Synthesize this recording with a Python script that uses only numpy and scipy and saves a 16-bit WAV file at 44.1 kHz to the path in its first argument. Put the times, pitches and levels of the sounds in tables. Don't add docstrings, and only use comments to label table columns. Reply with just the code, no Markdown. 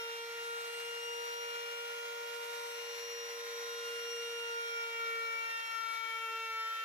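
import sys
import numpy as np
from scipy import signal
from scipy.fft import rfft, irfft
from scipy.io import wavfile

SR = 44100
rng = np.random.default_rng(int(sys.argv[2]) if len(sys.argv) > 2 else 0)


def wav_out(sig):
    wavfile.write(sys.argv[1], SR, np.round(np.clip(np.atleast_2d(sig).T, -1, 1) * 32767).astype(np.int16))


N = 302035
TIME = np.arange(N) / SR

# time_s, speed_hz
SHAFT_SPEED = [(0.0, 461.7), (0.15, 464.5), (0.3, 466), (0.75, 468.3), (1.2, 470), (1.45, 470.8),
               (2.15, 470), (2.85, 470.8), (3.5, 469.6), (3.8, 469.4), (4.4, 468.1), (4.65, 465.1),
               (5.0, 461.4), (5.4, 457.1), (5.85, 454.2), (6.3, 451.2), (6.5, 450.4), (6.84, 449.8)]
# time_s, depth_ratio
CUT_DEPTH = [(0, 0.34), (1.5, 0.02), (2.8, 0.05), (3.4, 0.27), (4.3, 0.21), (4.9, 0.51), (5.6, 0.92),
             (6.85, .98)]
# time_s, speed_m_per_s
FEED_SPEED = [(0, .12), (.6, 0.098), (1.1, 0.031), (4.2, 0.042), (4.7, .25), (5.3, 0.226), (5.9, 0.097),
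              (6.85, 0.11)]

# time_s, left_db, right_db, left_lead_rad
UNBALANCE_HUM = [(0.0, -48, -48, 0.2), (0.71, -46.5, -48.1, -1), (0.86, -45.3, -51.7, -0.6),
                 (1.17, -45, -48.7, -0.8), (1.54, -47.4, -49.5, -0.8), (2.8, -48, -48.4, -0.6),
                 (4.29, -44.5, -44.4, -0.07), (4.85, -51, -48.5, -0.4), (5.15, -49.7, -45.4, 0.5),
                 (5.46, -68.5, -53.5, -0.7), (5.93, -65, -66, -7.5), (6.3, -53.5, -52.5, -5.5),
                 (6.65, -64, -54, -7.5), (6.84, -60.2, -60.5, -11.0)]
FLUTE_TONE = [(0.0, -55.7, -53, -1), (0.91, -64, -53.5, -2.0), (1.21, -50.7, -47.5, -2.3),
              (2.63, -45.5, -52.6, -3.0), (3.47, -69.7, -60.5, -1.7), (4.19, -55.5, -55.5, -3.0),
              (4.33, -55.5, -64.5, -2.3), (4.57, -58, -50, 2), (5.43, -53.5, -68, 12.7),
              (6.09, -57, -50, 14.1), (6.61, -50, -60.5, 12.7), (6.84, -60.4, -72.1, 9.4)]
THIRD_ORDER = [(0.0, -47, -44, -4.5), (0.3, -50, -49, -1.66), (0.57, -40.5, -43.4, -3),
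               (0.7, -50.5, -47, -2), (1.28, -45, -46, -3), (2.58, -68.5, -47, 0.5), (2.99, -54, -56, -2.9),
               (3.9, -45.5, -45.5, -4.0), (4.29, -46.5, -65.5, -4.5), (4.55, -40, -40.5, -3.5),
               (4.85, -39.5, -41.0, -4), (4.92, -46, -56.0, -3), (5.03, -36, -40.5, -2.4),
               (5.67, -43.5, -45, -2.5), (5.78, -34.5, -61.5, -2.5), (6.24, -43, -42.8, -6.5),
               (6.64, -38, -40, -7), (6.84, -42.5, -42.5, -7)]
FIFTH_ORDER = [(0.0, -53.8, -57, 3), (0.72, -66, -52.5, -7), (1.27, -53, -58.5, -9.5),
               (1.49, -54.5, -51, -11), (2.18, -60.5, -56, -12.5), (3.2, -54.5, -53, -9.5),
               (3.36, -60, -62, -8), (3.88, -69.4, -55.5, -3.5), (4.49, -52.3, -51.7, 3.0),
               (4.6, -62, -48, 3.5), (5.1, -48, -42.5, 7.5), (5.37, -39, -49.5, 5.0),
               (5.73, -56.2, -47.7, 1.0), (5.99, -41, -48.5, 0.7), (6.18, -40.5, -48.3, 1.5),
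               (6.33, -50.3, -53, 1.3), (6.55, -45.2, -53, -1.0), (6.84, -52, -55.5, -4.9)]
SIXTH_ORDER = [(0.0, -50, -48, -3.4), (0.39, -53.5, -55.1, -7.8), (1.11, -44.5, -49.2, -7.1),
               (1.28, -48.5, -63, -5.5), (1.81, -46, -52, -3), (2.51, -64, -49.0, -2.5),
               (2.79, -49, -58.5, -2.1), (3.28, -54.0, -57, 1), (3.49, -59.8, -70, -1.8),
               (3.91, -51.5, -47, 1.15), (4.1, -61, -44.3, 2.5), (4.43, -59.4, -42.5, -3),
               (4.66, -51, -50.5, 3.6), (5.14, -51.5, -49.5, 4.5), (5.58, -47, -50.5, -0.1),
               (5.99, -57.5, -57.0, -1.3), (6.26, -44.5, -57, -5.5), (6.84, -52.8, -45.5, -11)]
FAN_TONE = [(0.0, -53.5, -59, -1.5), (0.57, -72.0, -65, -9), (1.01, -55.5, -63.5, -31.5),
            (1.35, -57.1, -54.5, -32.0), (2.12, -66.9, -71, -25.5), (2.72, -57, -57, -26.7),
            (3.22, -49.5, -52, -26), (3.41, -55.4, -53.6, -27), (4.18, -47.5, -55, -26.5),
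            (4.86, -75, -53, -25), (4.97, -57.5, -71.6, -27.5), (5.36, -70, -57, -6.5),
            (5.86, -58.5, -57, 4), (6.3, -62.8, -64.5, 5), (6.62, -54.5, -54.5, 3), (6.84, -66, -77.6, 6)]
# middle_s, length_s, order, gain_db
ORDER_SURGES = [(0.27, .12, 6, -8), (0.408, .18, 6, 3.5), (2.22, 1.2, 8, -3.5), (3.37, 1.2, 7, -5),
                (3.72, 0.9, 8, 4), (3.94, 0.29, 12, -6), (4.26, 0.39, 8, 7), (4.6, .18, 7, 4.2),
                (4.88, 1.1, 4, 3.5), (4.872, .12, 4, -8), (4.97, .18, 6, 6), (5.33, 0.44, 7, -5.5),
                (5.4, 1.6, 8, -3.5), (5.547, .25, 4, 3.5), (5.96, 0.46, 4, -5.4), (6.17, .5, 7, 3.1),
                (6.44, 0.2, 3, -3.2), (6.44, 0.16, 6, 3.1)]
# order, light_cut_db, deep_cut_db, left_over_right_db, left_lead_rad
SOFT_PARTIALS = [(4, -62.5, -50, 2, -1.58), (7, -63, -52.5, 3.5, -0.91), (8, -61, -56.5, -4.5, -1.9)]
# time_s, level_db
WHISTLE_LEVEL = [(0.0, -71), (0.3, -69), (0.55, -62), (1.2, -63), (1.75, -67), (2.7, -61.5), (3.05, -74),
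                 (3.5, -75), (3.78, -66.5), (4.3, -64), (5.05, -75), (5.55, -70), (6.5, -74), (6.85, -76)]
# order (rounded for pitch), offset_db, deep_cut_change_db, left_over_right_db, left_lead_rad
WHISTLE_PARTIALS = [(18.1, 0, 1, 7.5, -2), (23.96, -3.5, 5, 15.5, .7)]
# order (rounded for pitch), light_cut_db, deep_cut_db, left_over_right_db
FAINT_PARTIALS = [(9, -65, -63.5, -1.5), (10.02, -72.5, -72, -2), (11.13, -67, -70.5, 1),
                  (13, -69, -75, -2), (13.93, -71, -71, 3), (14.93, -76, -74.5, -5), (16, -76, -76, -4),
                  (20.86, -77, -82, 11), (22, -73, -79, 18), (22.97, -72, -75.5, 25),
                  (25.25, -77.5, -71.5, 16), (26, -86, -81, 15), (27, -77.5, -79, 6), (28.3, -81, -78, 7),
                  (29, -82, -82, 11), (30, -75, -79, 9), (31, -81, -83, 4), (32, -79, -85, 3),
                  (33, -91, -85, 9)]
# time_s, first_db, second_db
RIPPLE_LEVELS = [(0.0, -66.5, -80), (0.4, -77, -86), (1.5, -63.5, -73), (3.7, -63, -59.5),
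                 (4.6, -69.5, -70), (5.35, -63.5, -76), (5.85, -75.5, -79), (6.3, -68, -82),
                 (6.85, -71.5, -87)]
# order, side (-1 below, +1 above), level_db
RIPPLE_SIDEBANDS = [(3, -1, -71), (3, 1, -79), (4, 1, -75.5), (5, 1, -70), (6, -1, -70.5), (6, 1, -75),
                    (7, -1, -72.5)]

# time_s, level_db
RUSH_LEVEL = [(0.0, -49.5), (0.7, -48.5), (2.0, -49.2), (2.5, -48), (3.76, -47.5), (4.1, -49.5), (4.8, -50),
              (5.6, -49.5), (6.5, -51), (6.85, -50)]
# frequency_hz, relative_db
RUSH_SPECTRUM = [(150, -48), (260, -33.5), (350, -16), (440, -7.5), (620, -8.5), (850, -3), (1130, -6),
                 (1450, -3), (2400, 0), (2950, -5), (4200, -2.5), (6500, -8), (8400, -19), (15500, -18.5)]
# centre_hz, width_hz, gain_db
RUSH_PEAKS = [(470, 50, 3.5), (1397, 89, 6.5), (1620, 160, 0), (1888, 350, 6), (2200, 270, 3),
              (3670, 790, 1), (4760, 270, -5.5), (5530, 450, 1.5), (7150, 790, 3.5), (12050, 5000, 7)]
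# frequency_hz, left_over_right_db
RUSH_BALANCE = [(400, 1), (1200, 1), (2100, 2.5), (3200, 1), (4800, 1.7), (6000, -7), (7400, -2),
                (8700, -4.5), (9300, 31), (10800, 16), (12500, 13.5), (15500, 14)]
# frequency_hz, coherence_ratio
RUSH_COHERENCE = [(150, 0.75), (650, 0.58), (950, 0.46), (1600, 0.51), (2500, 0.18), (4000, 1), (5100, .12),
                  (8000, 0.16), (10000, .05)]
# frequency_hz, left_lead_rad
RUSH_PHASE = [(550, -0.47), (1150, -0.5), (1600, -2.5), (2100, -1.5), (2700, -6.5), (4300, -8),
              (5700, -8.5), (6800, -9), (8000, -10)]
# frequency_hz, gain_db
DEEP_CUT_COLOUR = [(250, -5), (450, -5.5), (650, 1.5), (950, -4), (1350, 1.5), (2200, 0.5), (4200, 0.5),
                   (7000, -1), (14000, -.5)]
# frequency_hz, relative_db
RUMBLE_SPECTRUM = [(20, 0), (45, -10), (80, -5), (120, -0.5), (160, 1), (200, -1.5), (280, -11), (450, -29),
                   (900, -76)]
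# start_s, length_s, level_db
BASE_BUMPS = [(0.21, 0.4, -85), (0.728, 0.21, -86), (1.03, .07, -90), (2.121, 0.074, -89),
              (2.279, 0.069, -89), (3.041, .07, -91), (4.46, 0.074, -93)]


def gain_of(db):
    return 10 ** (np.asarray(db) / 20)


def unit_rms(x):
    return x / np.sqrt(np.mean(abs(x) ** 2) + 1e-20)


def follow(rows):
    time_s, *columns = np.transpose(rows)
    return [np.interp(TIME, time_s, column) for column in columns]


def response(points, hz):
    points_hz, values = np.transpose(points)
    return np.interp(np.log(hz + 1), np.log(points_hz + 1), values)


def wander(rate_hz, size=4096):
    hz = np.fft.rfftfreq(size, N / SR / size)
    slow = irfft(rfft(rng.standard_normal(size)) / (1 + (hz / rate_hz) ** 2))
    return np.interp(np.arange(N) * size / N, np.arange(size), unit_rms(slow))


def panned(balance_db):
    sides = gain_of(np.array([balance_db, -balance_db]) / 2)
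    return sides / np.sqrt(np.mean(sides ** 2, axis=0))


def shaft_angle(flutter_hz=0.216):
    speed_hz, = follow(SHAFT_SPEED)
    return 2 * np.pi * np.cumsum(speed_hz + flutter_hz * wander(15.7)) / SR


def fading(order, sound_m_per_s=343):
    feed, = follow(FEED_SPEED)
    speed_hz, = follow(SHAFT_SPEED)
    coarse = slice(None, None, 100)
    wavelengths = np.cumsum(feed * order * speed_hz / sound_m_per_s)[coarse] / SR
    direction, start_rad = rng.uniform(0, 2 * np.pi, size=(2, 24, 1))
    paths = np.exp(1j * (4 * np.pi * np.cos(direction) * wavelengths + start_rad))
    return np.interp(TIME, TIME[coarse], unit_rms(paths.sum(axis=0)))


def surges_db(order):
    return sum(db * np.cos(np.pi * np.clip((TIME - middle) / length, -.5, .5)) ** 2
               for middle, length, which, db in ORDER_SURGES if which == order)


def loud_whine(angle, depth, chatter_db=0.5, deep_chatter_db=0.04, jitter_rad=0.044, trim_db=0.04):
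    out = np.zeros((2, N))
    feed, = follow(FEED_SPEED)
    orders = {1: UNBALANCE_HUM, 2: FLUTE_TONE, 3: THIRD_ORDER,
              5: FIFTH_ORDER, 6: SIXTH_ORDER, 12: FAN_TONE}
    for order, rows in orders.items():
        left_db, right_db, lead = follow(rows)
        shiver_db = (chatter_db + deep_chatter_db * depth) * order ** 0.45 * wander(13.6)
        fade_db = 1.2 * feed * order * fading(order).real
        change_db = shiver_db + fade_db + surges_db(order)
        phase = order * angle + rng.uniform(0, 2 * np.pi) + jitter_rad * wander(25)
        swing = np.cumsum(np.gradient(lead) / (1 + gain_of(left_db - right_db) ** 2))
        out[0] += gain_of(left_db + change_db) * np.cos(phase + swing)
        out[1] += gain_of(right_db + change_db) * np.cos(phase + swing - lead)
    return np.sqrt(2) * gain_of(trim_db) * out


def reflected_tone(angle, order, echo_share, lead_rad=1.35):
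    tone = np.exp(1j * (round(order) * angle + rng.uniform(0, 2 * np.pi)))
    direct = np.sqrt(1 - echo_share) * np.exp(.5j * lead_rad)
    sides = [path + np.sqrt(echo_share) * fading(order) for path in (direct, direct.conjugate())]
    return np.array([unit_rms((tone * side).real) for side in sides])


def soft_whine(angle, depth, echo_share=0.11, shiver_db=1.5):
    out = np.zeros((2, N))
    for order, light_db, deep_db, balance_db, lead in SOFT_PARTIALS:
        load_db = light_db + depth * (deep_db - light_db)
        level = gain_of(load_db + surges_db(order) + shiver_db * wander(9.7))
        out += level * panned(balance_db)[:, None] * reflected_tone(angle, order, echo_share, lead)
    return out


def whistles(angle, depth, echo_share=0.084, shiver_db=1.6):
    out = np.zeros((2, N))
    level_db, = follow(WHISTLE_LEVEL)
    for order, offset_db, deep_change_db, balance_db, lead in WHISTLE_PARTIALS:
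        level = gain_of(level_db + offset_db + deep_change_db * depth + shiver_db * wander(9.8))
        out += level * panned(balance_db)[:, None] * reflected_tone(angle, order, echo_share, lead)
    return out


def overtones(angle, depth):
    out = np.zeros((2, N))
    for order, light_db, deep_db, balance_db in FAINT_PARTIALS:
        level = gain_of(light_db + depth * (deep_db - light_db))
        out += level * panned(balance_db)[:, None] * reflected_tone(angle, order, echo_share=0.39)
    return out


def mains_throb(angle, ripple_hz=100, lower_side_db=-17):
    ripple = 2 * np.pi * ripple_hz * TIME
    first_db, second_db = follow(RIPPLE_LEVELS)
    around_first = np.cos(angle + ripple) - gain_of(lower_side_db) * np.cos(angle - ripple)
    out = gain_of(first_db) * around_first + gain_of(second_db) * np.cos(2 * angle + ripple)
    out = np.sqrt(2) * out * panned(balance_db=-0.5)[:, None]
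    for order, side, db in RIPPLE_SIDEBANDS:
        out += gain_of(db) * reflected_tone(angle + side * ripple / order, order, echo_share=0.28)
    return out


def colour_rush(noises):
    hz = np.fft.rfftfreq(N, 1 / SR)
    left, unrelated = rfft(noises, axis=1)
    coherence = response(RUSH_COHERENCE, hz)
    right = coherence * left + np.sqrt(1 - coherence ** 2) * unrelated
    right *= np.exp(-1j * response(RUSH_PHASE, hz))
    peaks_db = sum(db / (1 + (2 * (hz - centre) / width) ** 2) for centre, width, db in RUSH_PEAKS)
    colour = gain_of(response(RUSH_SPECTRUM, hz) + peaks_db)
    spectra = np.array([left, right]) * colour * panned(response(RUSH_BALANCE, hz))
    return unit_rms(irfft(spectra, N, axis=1))


def air_and_chips(angle, depth, air_db=-1, chips_db=-8, chips_per_s=1800, gusts_db=1.07, swell_db=0.27):
    level_db = follow(RUSH_LEVEL)[0] + swell_db * wander(2.7)
    air = rng.standard_normal((2, N)) * (1 + 0.06 * np.cos(angle)) * gain_of(gusts_db * wander(30))
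    snaps = rng.random((2, N)) < chips_per_s / SR * (1 + .5 * np.cos(2 * angle))
    polarity = rng.choice([-1, 1], (2, N))
    size_db = 4.5 * np.minimum(rng.exponential(1, (2, N)), 4)
    chips = snaps * polarity * gain_of(size_db)
    light_cut = gain_of(air_db) * colour_rush(air) + gain_of(chips_db) * colour_rush(chips)
    deep_colour = gain_of(response(DEEP_CUT_COLOUR, np.fft.rfftfreq(N, 1 / SR)))
    deep_cut = irfft(rfft(light_cut, axis=1) * deep_colour, N, axis=1)
    return gain_of(level_db) * (light_cut + depth ** 2 * (deep_cut - light_cut))


def sheet_rumble(depth, sliding_db=-97.5, deep_change_db=-2.5, lumps_db=3, spread=0.16):
    level = gain_of(sliding_db + deep_change_db * depth)
    for start, length, db in BASE_BUMPS:
        level += gain_of(db) * np.sin(np.pi * np.clip((TIME - start) / length, 0, 1))
    colour = gain_of(response(RUMBLE_SPECTRUM, np.fft.rfftfreq(N, 1 / SR)))
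    spectra = rfft(rng.standard_normal((2, N)), axis=1) * colour
    mid, side = unit_rms(irfft(spectra, N, axis=1))
    return level * gain_of(lumps_db * wander(12)) * np.array([mid + spread * side, mid - spread * side])


def scene():
    angle = shaft_angle()
    depth, = follow(CUT_DEPTH)
    tones = loud_whine(angle, depth) + soft_whine(angle, depth) + whistles(angle, depth)
    tones += overtones(angle, depth) + mains_throb(angle)
    return tones + air_and_chips(angle, depth) + sheet_rumble(depth)


def record(dry):
    cutoff_hz = 15520
    lowpass = signal.firwin(1601, cutoff_hz, window=("kaiser", 9), fs=SR)
    return signal.oaconvolve(dry, lowpass[None], "same")


dry = scene()
out = record(dry)
wav_out(out)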